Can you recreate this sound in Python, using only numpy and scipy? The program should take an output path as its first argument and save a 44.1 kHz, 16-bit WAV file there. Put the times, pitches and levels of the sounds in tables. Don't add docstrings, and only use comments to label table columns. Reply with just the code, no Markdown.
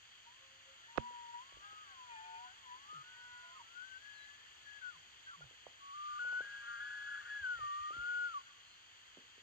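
import sys
import numpy as np
from scipy import signal
from scipy.fft import rfft, irfft, next_fast_len
from scipy.io import wavfile
from scipy.ndimage import uniform_filter1d

SR = 44100
rng = np.random.default_rng(int(sys.argv[2]) if len(sys.argv) > 2 else 0)


def store_pcm(level_fs):
    pcm = np.round(np.clip(level_fs, -1, 1) * 32767).astype(np.int16)
    wavfile.write(sys.argv[1], SR, np.atleast_2d(pcm).T)


N = 415422
TIME = np.arange(N) / SR
NEAR_LAG_S, FAR_LAG_S, FARTHEST_LAG_S, SHORT_LAG_S = 0.00055, 0.00033, 0.00028, 0.00018


def near_bull(octave_db=-21, ring_hz=3340, rasp_db=-1, lumpy_db=2.5, rasp_cost=1.5, wobble_hz=7):
    # time_s, level_db
    effort = [(5.79, -81), (5.83, -63.5), (6.08, -52.5), (6.2, -53.5), (6.4, -51), (7.4, -51.5),
              (8.28, -49.5), (8.385, -50.5), (8.425, -67)]
    # centre_hz, reach_hz, boost_db
    throat_swells = [(1163, 62, 9.5), (1491.6, 83, 13), (1696, 36, 6.5)]
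    # time_s, pitch_hz
    fold_pitch = [(6.12, 254), (6.44, 234.5), (6.8, 225.3), (7.02, 238), (7.13, 256.7), (7.3, 240)]
    # pitch_hz, left_minus_right_db
    ear_balance = [(1190, 1), (1460, 4), (1670, 3)]

    hz = near_pitch()
    boost_db, _ = throat(hz, throat_swells, steepness=4.1)
    throb, rough = hoarseness()
    unsteady_hz = wobble_hz * np.minimum(rough + throb, 1) * drift(14)
    level_db = in_time(effort)[0] + boost_db
    phase, height = whistle(hz + unsteady_hz, level_db, jitter=0.0019, flutter_db=1.1)
    height = height * sounding(effort) / np.sqrt(1 + (rasp_cost * rough) ** 2)

    fold_hz = in_time(fold_pitch)[0] * (1 + (0.0096 + 0.065 * rough) * drift(60))
    folds = 2 * np.pi * np.cumsum(fold_hz) / SR
    side_tones = tract(2 * np.sin(phase) * (np.cos(folds) + 1.1 * np.cos(2 * folds)))
    lumpy_noise = rng.standard_normal(N) * from_db(lumpy_db * drift(39))
    rasp = rms_one(lowpass(tract(lumpy_noise), 1850, order=8))
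    voice = np.sin(phase) + throb * side_tones + rough * from_db(rasp_db) * rasp

    octave = from_db(octave_db) * resonance(height * np.sin(2 * phase), ring_hz, 380)
    pan_db = np.interp(hz, *np.transpose(ear_balance))
    return place(height * voice, pan_db, NEAR_LAG_S) + place(octave, -2, FAR_LAG_S)


def near_pitch(jump_s=0.008):
    # start_s, pitch_hz, creep_hz_per_s
    steps = [(5.789, 1122, 29.5), (5.936, 1188, 26), (6.19, 1454, 138.5), (6.417, 1640, -10.5),
             (6.799, 1681, 0.5)]
    # time_s, pitch_hz
    slides = [
        [(7.38, 1625), (7.396, 1677), (7.46, 1496), (7.546, 1438), (7.584, 1350), (7.616, 1199), (7.692, 1168),
         (7.92, 1211)],
        [(7.935, 1383), (8.095, 1448), (8.267, 1442), (8.329, 1327), (8.349, 1160), (8.373, 1147),
         (8.387, 1084), (8.405, 1058)],
    ]
    s, hz, creep = np.transpose(steps)
    note = np.maximum(np.searchsorted(s, TIME) - 1, 0)
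    climb = hz[note] + creep[note] * (TIME - s[note])
    slide_points = [point for slide in slides for point in slide]
    pitch = np.where(TIME < slide_points[0][0], climb, in_time(slide_points)[0])
    return uniform_filter1d(pitch, size=int(jump_s * SR))


def hoarseness(onset_s=0.035, clear_throb_db=-44, clear_rasp_db=-34.5):
    # start_s, length_s, throb_db, rasp_db
    spells = [(6.094, .09, -23.5, -25), (6.414, 0.24, -14, -9), (6.631, .17, 1.5, -9),
              (6.799, 0.4, -16, -5.5), (7.217, 0.07, -5, 13), (7.296, 0.2, -34, -20)]
    throb, rasp = from_db(clear_throb_db), from_db(clear_rasp_db)
    for s, length, throb_db, rasp_db in spells:
        spell = held(s - onset_s / 2, length + onset_s, onset_s, onset_s)
        throb = throb + spell * from_db(throb_db)
        rasp = rasp + spell * from_db(rasp_db)
    return throb, rasp


def tract(x):
    # centre_hz, half_width_hz (half the width of one pass), gain_db
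    formants = [(1198, 22, -3.5), (1455, 20, 5), (1490, 42.6, 8), (1580, 55, -1), (1856, 45, -14)]
    out = 0
    for hz, half_width, db in formants:
        once = resonance(x, hz, 2 * half_width)
        out = out + from_db(db) * resonance(once, hz, 2 * half_width)
    return out


def second_whistle(trim_db=-1.0):
    # start_s, length_s, start_hz, end_hz, arch_hz, level_db (before trim)
    second_notes = [(7.18, 0.17, 1827, 1830, 5, -63), (7.52, .4, 1832, 1890, 3.9, -59.5)]
    second = from_db(trim_db) * notes(second_notes, jitter=0.003, flutter_db=3)
    return place(second, -1.5, NEAR_LAG_S)


def herd():
    # time_s, aimed_pitch_hz, effort_db
    wavering, low = [(0.876, 888, -84.5), (1.063, 997, -65.5), (1.28, 931, -69.0), (1.384, 962, -65),
                     (1.414, 1060, -65.5), (1.645, 1195, -65), (1.687, 1281, -69), (1.818, 1230, -69.5),
                     (1.899, 1114, -61), (2.068, 1019, -75.5), (2.167, 839, -65), (2.368, 867, -66.5),
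                     (2.54, 1183, -75.6), (2.712, 1000, -69), (2.902, 1203, -61), (3.03, 1226, -66.5)], [(1.61, 814, -79), (1.687, 808, -66.5), (1.817, 838, -89),
                                             (1.918, 782, -71.5), (1.982, 693, -87), (2.283, 724, -73),
                                             (2.492, 728, -72), (2.586, 895, -81), (2.847, 843, -77),
                                             (2.965, 864, -80.5), (3.315, 939, -76), (3.503, 976, -72.5),
                                             (3.627, 1182, -70)]
    short, arched = [(2.94, 1350, -56), (3.001, 1385, -70), (3.123, 1510, -68), (3.331, 1434, -63),
                     (3.518, 1418, -65), (3.57, 1240, -63), (3.627, 810, -65.5)], [(3.635, 1310, -67), (3.802, 1441, -64.5), (3.859, 1575, -65.5),
                                          (3.972, 1565, -65), (4.022, 1653, -65), (4.332, 1721, -70.5),
                                          (4.447, 1783, -66.5), (4.641, 1726, -79), (4.674, 1685, -64.5),
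                                          (4.794, 1660, -67), (4.836, 1500, -59.5), (4.914, 1391, -62.5),
                                          (4.979, 888, -70)]
    # centre_hz, reach_hz, boost_db
    wavering_throat, low_throat = [(951, 118, 16), (1267, 76, 12)], [(748, 30, 6.9), (1035, 138, 11.5)]
    short_throat, arched_throat = [(910, 120, 8.1), (1236, 64, 6.8), (1497, 75, 8)], [(1034, 110, 6.4), (1492, 89.6, 13.6),
                                                         (1695, 38.4, 10.8)]
    return (distant_bull(wavering, wavering_throat, jitter=0.002, pan_db=3.5, lag_s=FAR_LAG_S, octave_db=3.5)
            + distant_bull(low, low_throat, jitter=0.0028, pan_db=-1.0, lag_s=FAR_LAG_S, octave_db=11)
            + distant_bull(short, short_throat, jitter=0.0025, pan_db=1.5, lag_s=SHORT_LAG_S)
            + distant_bull(arched, arched_throat, jitter=0.0029, pan_db=12.5, lag_s=FAR_LAG_S))


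def distant_bull(bugle, resonances, jitter, pan_db, lag_s, octave_db=None, third_db=-15,
                 throat_hz=1780, patchy_db=3, pull_share=0.45, break_fall_hz_per_s=7000,
                 break_jitter=0.03, break_flutter_db=1):
    # centre_hz, reach_hz, boost_db
    overtone_throat = [(1742, 54, 3.3)]
    aim_hz, effort_db = in_time(bugle)
    boost_db, way_hz = throat(aim_hz, resonances, steepness=12)
    hz = aim_hz + pull_share * way_hz
    fall = np.clip(-np.gradient(aim_hz) * SR / break_fall_hz_per_s, 0, 1)
    breaking = uniform_filter1d(fall ** 2, size=1000)
    phase, height = whistle(hz, effort_db, jitter + break_jitter * breaking, flutter_db=1.94)
    height = height * sounding(bugle) * from_db(break_flutter_db * breaking * drift(60))
    out = place(height * from_db(boost_db) * np.sin(phase), pan_db, lag_s)
    if octave_db is None:
        return out
    ring_db, _ = throat(2 * hz, overtone_throat, steepness=3)
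    harmonics = np.sin(2 * phase) + from_db(third_db) * np.sin(3 * phase)
    overtones = height * from_db(octave_db + ring_db) * harmonics
    patchy = overtones * from_db(patchy_db * drift(7.6))
    return out + place(lowpass(patchy, throat_hz, order=8), 7.3, lag_s)


def far_whistles(trim_db=-4.5):
    # start_s, length_s, start_hz, end_hz, arch_hz, level_db (before trim)
    far_notes = [(.25, 0.15, 905, 1090, -4.5, -65.5), (.4, 0.13, 1073, 1055, 7, -73),
                 (.37, 0.42, 536, 541, -3, -76), (.55, 1.7, 1355, 1335, 39.5, -70.5),
                 (.83, 0.093, 1720, 1830, -5, -57), (2.0, 0.41, 2450, 2470, -19, -63.5),
                 (3.4, 0.16, 665, 697, 0, -78), (4.14, .33, 1182, 1160, -1, -76),
                 (5.265, .045, 1550, 1570, -17, -50), (5.305, .035, 1370, 1350, 2, -55),
                 (5.33, 0.031, 1170, 1100, 0, -57), (5.412, 0.027, 1390, 1435, 0, -55.5),
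                 (5.5, .24, 1800, 1580, 80, -73), (5.72, 0.077, 1510, 1780, 7, -66),
                 (8.45, 0.0703, 1625, 1417, -1, -61)]
    faint = from_db(trim_db) * notes(far_notes, jitter=0.0071, flutter_db=6.5)
    return place(faint, 0.83, FARTHEST_LAG_S)


def grunts(overtone_db=-14):
    # start_s, length_s, start_hz, end_hz, level_db
    pulses = [(2.926, 0.11, 179, 123.7, -64.5), (4.93, 0.094, 186, 145.8, -75),
              (5.365, 0.132, 176, 121, -62.5)]
    out, waver = np.zeros(N), 1 + 0.078 * drift(60)
    for s, length, start_hz, end_hz, db in pulses:
        hz = np.interp(TIME, [s, s + length], [start_hz, end_hz]) * waver
        phase = 2 * np.pi * np.cumsum(hz) / SR
        saw = phase / np.pi % 2 - 1
        out += from_db(db) * swell(s, length) * (from_db(overtone_db) * saw - np.sin(phase))
    return place(lowpass(out, 1400), -1, FAR_LAG_S)


def bird(trim_db=-1.5):
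    # start_s, length_s, start_hz, end_hz, arch_hz, level_db (before trim)
    chirps = [(4.12, 0.15, 4740, 4190, -470, -66), (8.63, 0.14, 4180, 4250, -4, -71.5)]
    return place(from_db(trim_db) * notes(chirps, jitter=0.005, flutter_db=1.5), 3.4, FARTHEST_LAG_S)


def plain(x, echo_db=-25, t60=0.26, slope_db=-27, slope_s=0.13, slope_t60=0.7):
    t = np.arange(SR) / SR
    tail = 0
    for db, delay_s, decay_s in ((echo_db, 0.015, t60), (slope_db, slope_s, slope_t60)):
        scatter = rng.standard_normal((2, len(t))) * from_db(-60 * t / decay_s) * (t > delay_s)
        tail = tail + from_db(db) * scatter / np.sqrt(np.sum(scatter ** 2, axis=1, keepdims=True))
    return x + signal.fftconvolve(x, tail, axes=1)[:, :N]


def camera_clicks(damping=0.73, scuff_db=-19, scuff_top_db=-42, scuff_t60_s=0.3, dull_hz=5000):
    # start_s, level_db, centre_hz, left_minus_right_db
    clicks = [(0.959, -40, 885, -21), (0.976, -24, 2680, -20), (.976, -23, 760, -25),
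              (.9802, -11.5, 940, -30), (0.9796, -21, 275, -30), (0.9812, -19, 442, -18),
              (0.9828, -34, 1390, -15), (1.107, -50, 507, -19), (1.524, -51, 540, -19),
              (1.57, -49.5, 377, -22), (1.729, -54.5, 395, -15), (2.929, -53.5, 354, -9),
              (5.408, -50, 600, -12), (5.441, -51, 604, -16), (5.51, -52, 426, -23),
              (5.667, -35.5, 574, -16), (6.249, -47, 595, -15), (6.326, -42, 714, -23),
              (6.406, -37, 450, -13), (7.591, -48.5, 535, -21), (7.635, -49, 550, -20),
              (7.906, -45, 414, -9), (7.966, -49, 304, -14), (9.172, -44.5, 344, -8), (9.182, -51, 245, -2),
              (9.38, -54.5, 338, -7)]
    # pitch_hz, mean_level_db, t60_s
    body_modes = [(60.6, -30, 0.057), (125, -25.5, 0.074), (226, -40, 0.29), (532, -18.5, 0.026),
                  (840, -32, 0.011), (1100, -30, 0.0088), (1310, -51, 0.018), (1660, -33, 0.0089),
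                  (2570, -18, 0.026)]
    out, t = np.zeros((2, N)), np.arange(SR // 4) / SR
    for s, db, hz, pan_db in clicks:
        snap = knock(hz, damping * hz, size=len(t))
        body = 0
        for mode_hz, level_db, t60_s in body_modes:
            ring = knock(mode_hz, np.log(1000) / (np.pi * t60_s), size=len(t))
            body = body + from_db(level_db + rng.normal(0, 1)) * ring
        rub = resonance(resonance(rng.standard_normal(len(t)), hz, hz), hz, hz)
        scuff = rms_one(rub) * from_db(-60 * t / scuff_t60_s)
        sound = from_db(db) * (snap + body) + from_db(min(db, scuff_top_db) + scuff_db) * scuff
        add(out, s, from_db([[pan_db], [0]]) * lowpass(sound, min(1.57 * hz, dull_hz)))
    return out


def hand_bumps(bump_hz=130, pan_db=-13):
    # start_s, length_s, level_db
    bumps = [(1.523, 0.097, -65), (5.403, 0.11, -66), (7.396, 0.053, -60.5), (7.531, 0.18, -59.5),
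             (7.59, 0.034, -73), (7.787, 0.061, -63.5), (7.928, 0.12, -54)]
    noise = resonance(resonance(rng.standard_normal(N), 58, 90), 58, 90)
    rumble = rms_one(lowpass(noise, bump_hz))
    level = sum(from_db(db) * swell(s, length) ** 2 for s, length, db in bumps)
    return rumble * level * from_db([[pan_db], [0]])


def hiss(near_lift_db=3.0, herd_lift_db=1.07, lag_s=0.00045):
    # pitch_hz, left_db_per_hz, right_db_per_hz, likeness_0_to_1, left_lead_rad
    spectrum = [(24.8, -115, -111, 0.8, 4), (56, -105, -101, 0.3, -3), (107, -100, -101, 1, -3),
                (149, -109, -109, 0, 1.5), (360, -110, -109, 0.8, 0.5), (694, -110, -104, 0.7, 0.2),
                (1213, -101, -99, 0.5, -1.54), (1560, -101.5, -93, 0.6, -1.3), (2307, -109, -96, 0.9, 1.2),
                (2750, -92, -97, 0.92, 0.09), (3245, -89, -99, 0.83, -1.1), (3780, -102, -102, 1, -2),
                (4795, -103, -101, 0.7, 0.6), (4944, -118, -106, 1, -1.2), (5620, -112, -114, 0.65, -7.5),
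                (5920, -103, -116, 0.7, -1), (6930, -99, -129, 0.2, 0.2), (7905, -109, -131, 0.3, 11),
                (7970, -119, -128, 0.4, -4), (9240, -129, -128, 0, -6.5), (15400, -127, -127, 0.18, 4.5)]
    size = next_fast_len(N)
    hz = np.fft.rfftfreq(size, 1 / SR)
    points, *columns = np.transpose(spectrum)
    left_db, right_db, alike, lead = [np.interp(np.log(hz + 1), np.log(points), c) for c in columns]
    alike = np.clip(alike, 0, 1)
    lead = lead * np.clip(hz / 400, 0, 1) ** 2
    shared, own = rfft(rng.standard_normal((2, size))) * np.sqrt(SR / 2)
    turn = np.exp(1j * (lead + 2 * np.pi * hz * lag_s))
    left = alike * shared * turn + np.sqrt(1 - alike ** 2) * own
    noise = irfft(np.array([left * from_db(left_db), shared * from_db(right_db)]), size)[:, :N]
    near_lift = np.interp(TIME, [5.8, 6.15, 8.3, 8.5], [0, 1, 1, 0])
    herd_lift = np.interp(TIME, [0.6, 1.2, 4.9, 5.8], [0, 1, 1, 0])
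    return noise * from_db(near_lift_db * near_lift + herd_lift_db * herd_lift)


def throat(hz, resonances, steepness):
    boost_db, way_hz = 0, 0
    for centre, reach, db in resonances:
        grip = 1 / (1 + np.abs((centre - hz) / reach) ** steepness)
        boost_db = boost_db + grip * db
        way_hz = way_hz + grip * (centre - hz)
    return boost_db, way_hz


def whistle(hz, level_db, jitter, flutter_db):
    phase = 2 * np.pi * np.cumsum(hz * (1 + jitter * drift(70))) / SR
    return phase, np.sqrt(2) * from_db(level_db + flutter_db * drift(20))


def notes(rows, jitter, flutter_db, attack_share=0.15, release_share=0.14):
    out, waver = np.zeros((1, N)), 1 + jitter * drift(70)
    flutter = np.sqrt(2) * from_db(flutter_db * drift(20))
    for s, length, start_hz, end_hz, arch_hz, db in rows:
        now = (TIME >= s) & (TIME < s + length)
        along = (TIME[now] - s) / length
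        hz = start_hz + (end_hz - start_hz) * along + arch_hz * (1 - (2 * along - 1) ** 2)
        envelope = np.clip(np.minimum(along / attack_share, (1 - along) / release_share), 0, 1)
        tone = np.sin(2 * np.pi * np.cumsum(hz * waver[now]) / SR)
        add(out, s, (from_db(db) * envelope * flutter[now] * tone)[None])
    return out[0]


def knock(hz, width_hz, size):
    ring = resonance(resonance(signal.unit_impulse(size), hz, width_hz), hz, 2 * hz)
    return ring / np.max(np.abs(ring))


def resonance(x, hz, width_hz):
    r = np.exp(-np.pi * width_hz / SR)
    zeros = np.array([1, 0, -1]) * (1 - r * r) / 2
    return signal.lfilter(zeros, [1, -2 * r * np.cos(2 * np.pi * hz / SR), r * r], x)


def lowpass(x, hz, order=2):
    return signal.sosfilt(signal.butter(order, hz, fs=SR, output="sos"), x)


def from_db(db):
    return 10 ** (np.asarray(db) / 20)


def rms_one(x):
    return x / np.sqrt(np.mean(x ** 2) + 1e-20)


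def in_time(rows):
    s, *columns = np.transpose(rows)
    return [np.interp(TIME, s, c) for c in columns]


def drift(rate_hz):
    knots = rng.standard_normal(8192)
    return np.interp(TIME * 2 * rate_hz, np.arange(len(knots)), knots)


def swell(start, length):
    return np.sin(np.pi * np.clip((TIME - start) / length, 0, 1))


def held(start, length, attack_s, release_s):
    return np.clip(np.minimum((TIME - start) / attack_s, (start + length - TIME) / release_s), 0, 1)


def sounding(rows, ramp_s=0.0076):
    return held(rows[0][0], rows[-1][0] - rows[0][0], ramp_s, ramp_s)


def add(track, s, sound):
    at = int(s * SR)
    track[:, at:at + sound.shape[1]] += sound[:, :N - at]


def place(x, pan_db, lag_s):
    ratio = from_db(pan_db)
    return np.array([ratio * x, np.interp(TIME - lag_s, TIME, x)]) * np.sqrt(2 / (1 + ratio ** 2))


def scene():
    calls = near_bull() + second_whistle() + herd() + far_whistles() + grunts() + bird()
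    return plain(calls) + camera_clicks() + hand_bumps() + hiss()


def record(dry, cutoff_hz=15700):
    return signal.sosfilt(signal.ellip(12, 0.1, 80, cutoff_hz, fs=SR, output="sos"), dry)


dry = scene()
out = record(dry)
store_pcm(out)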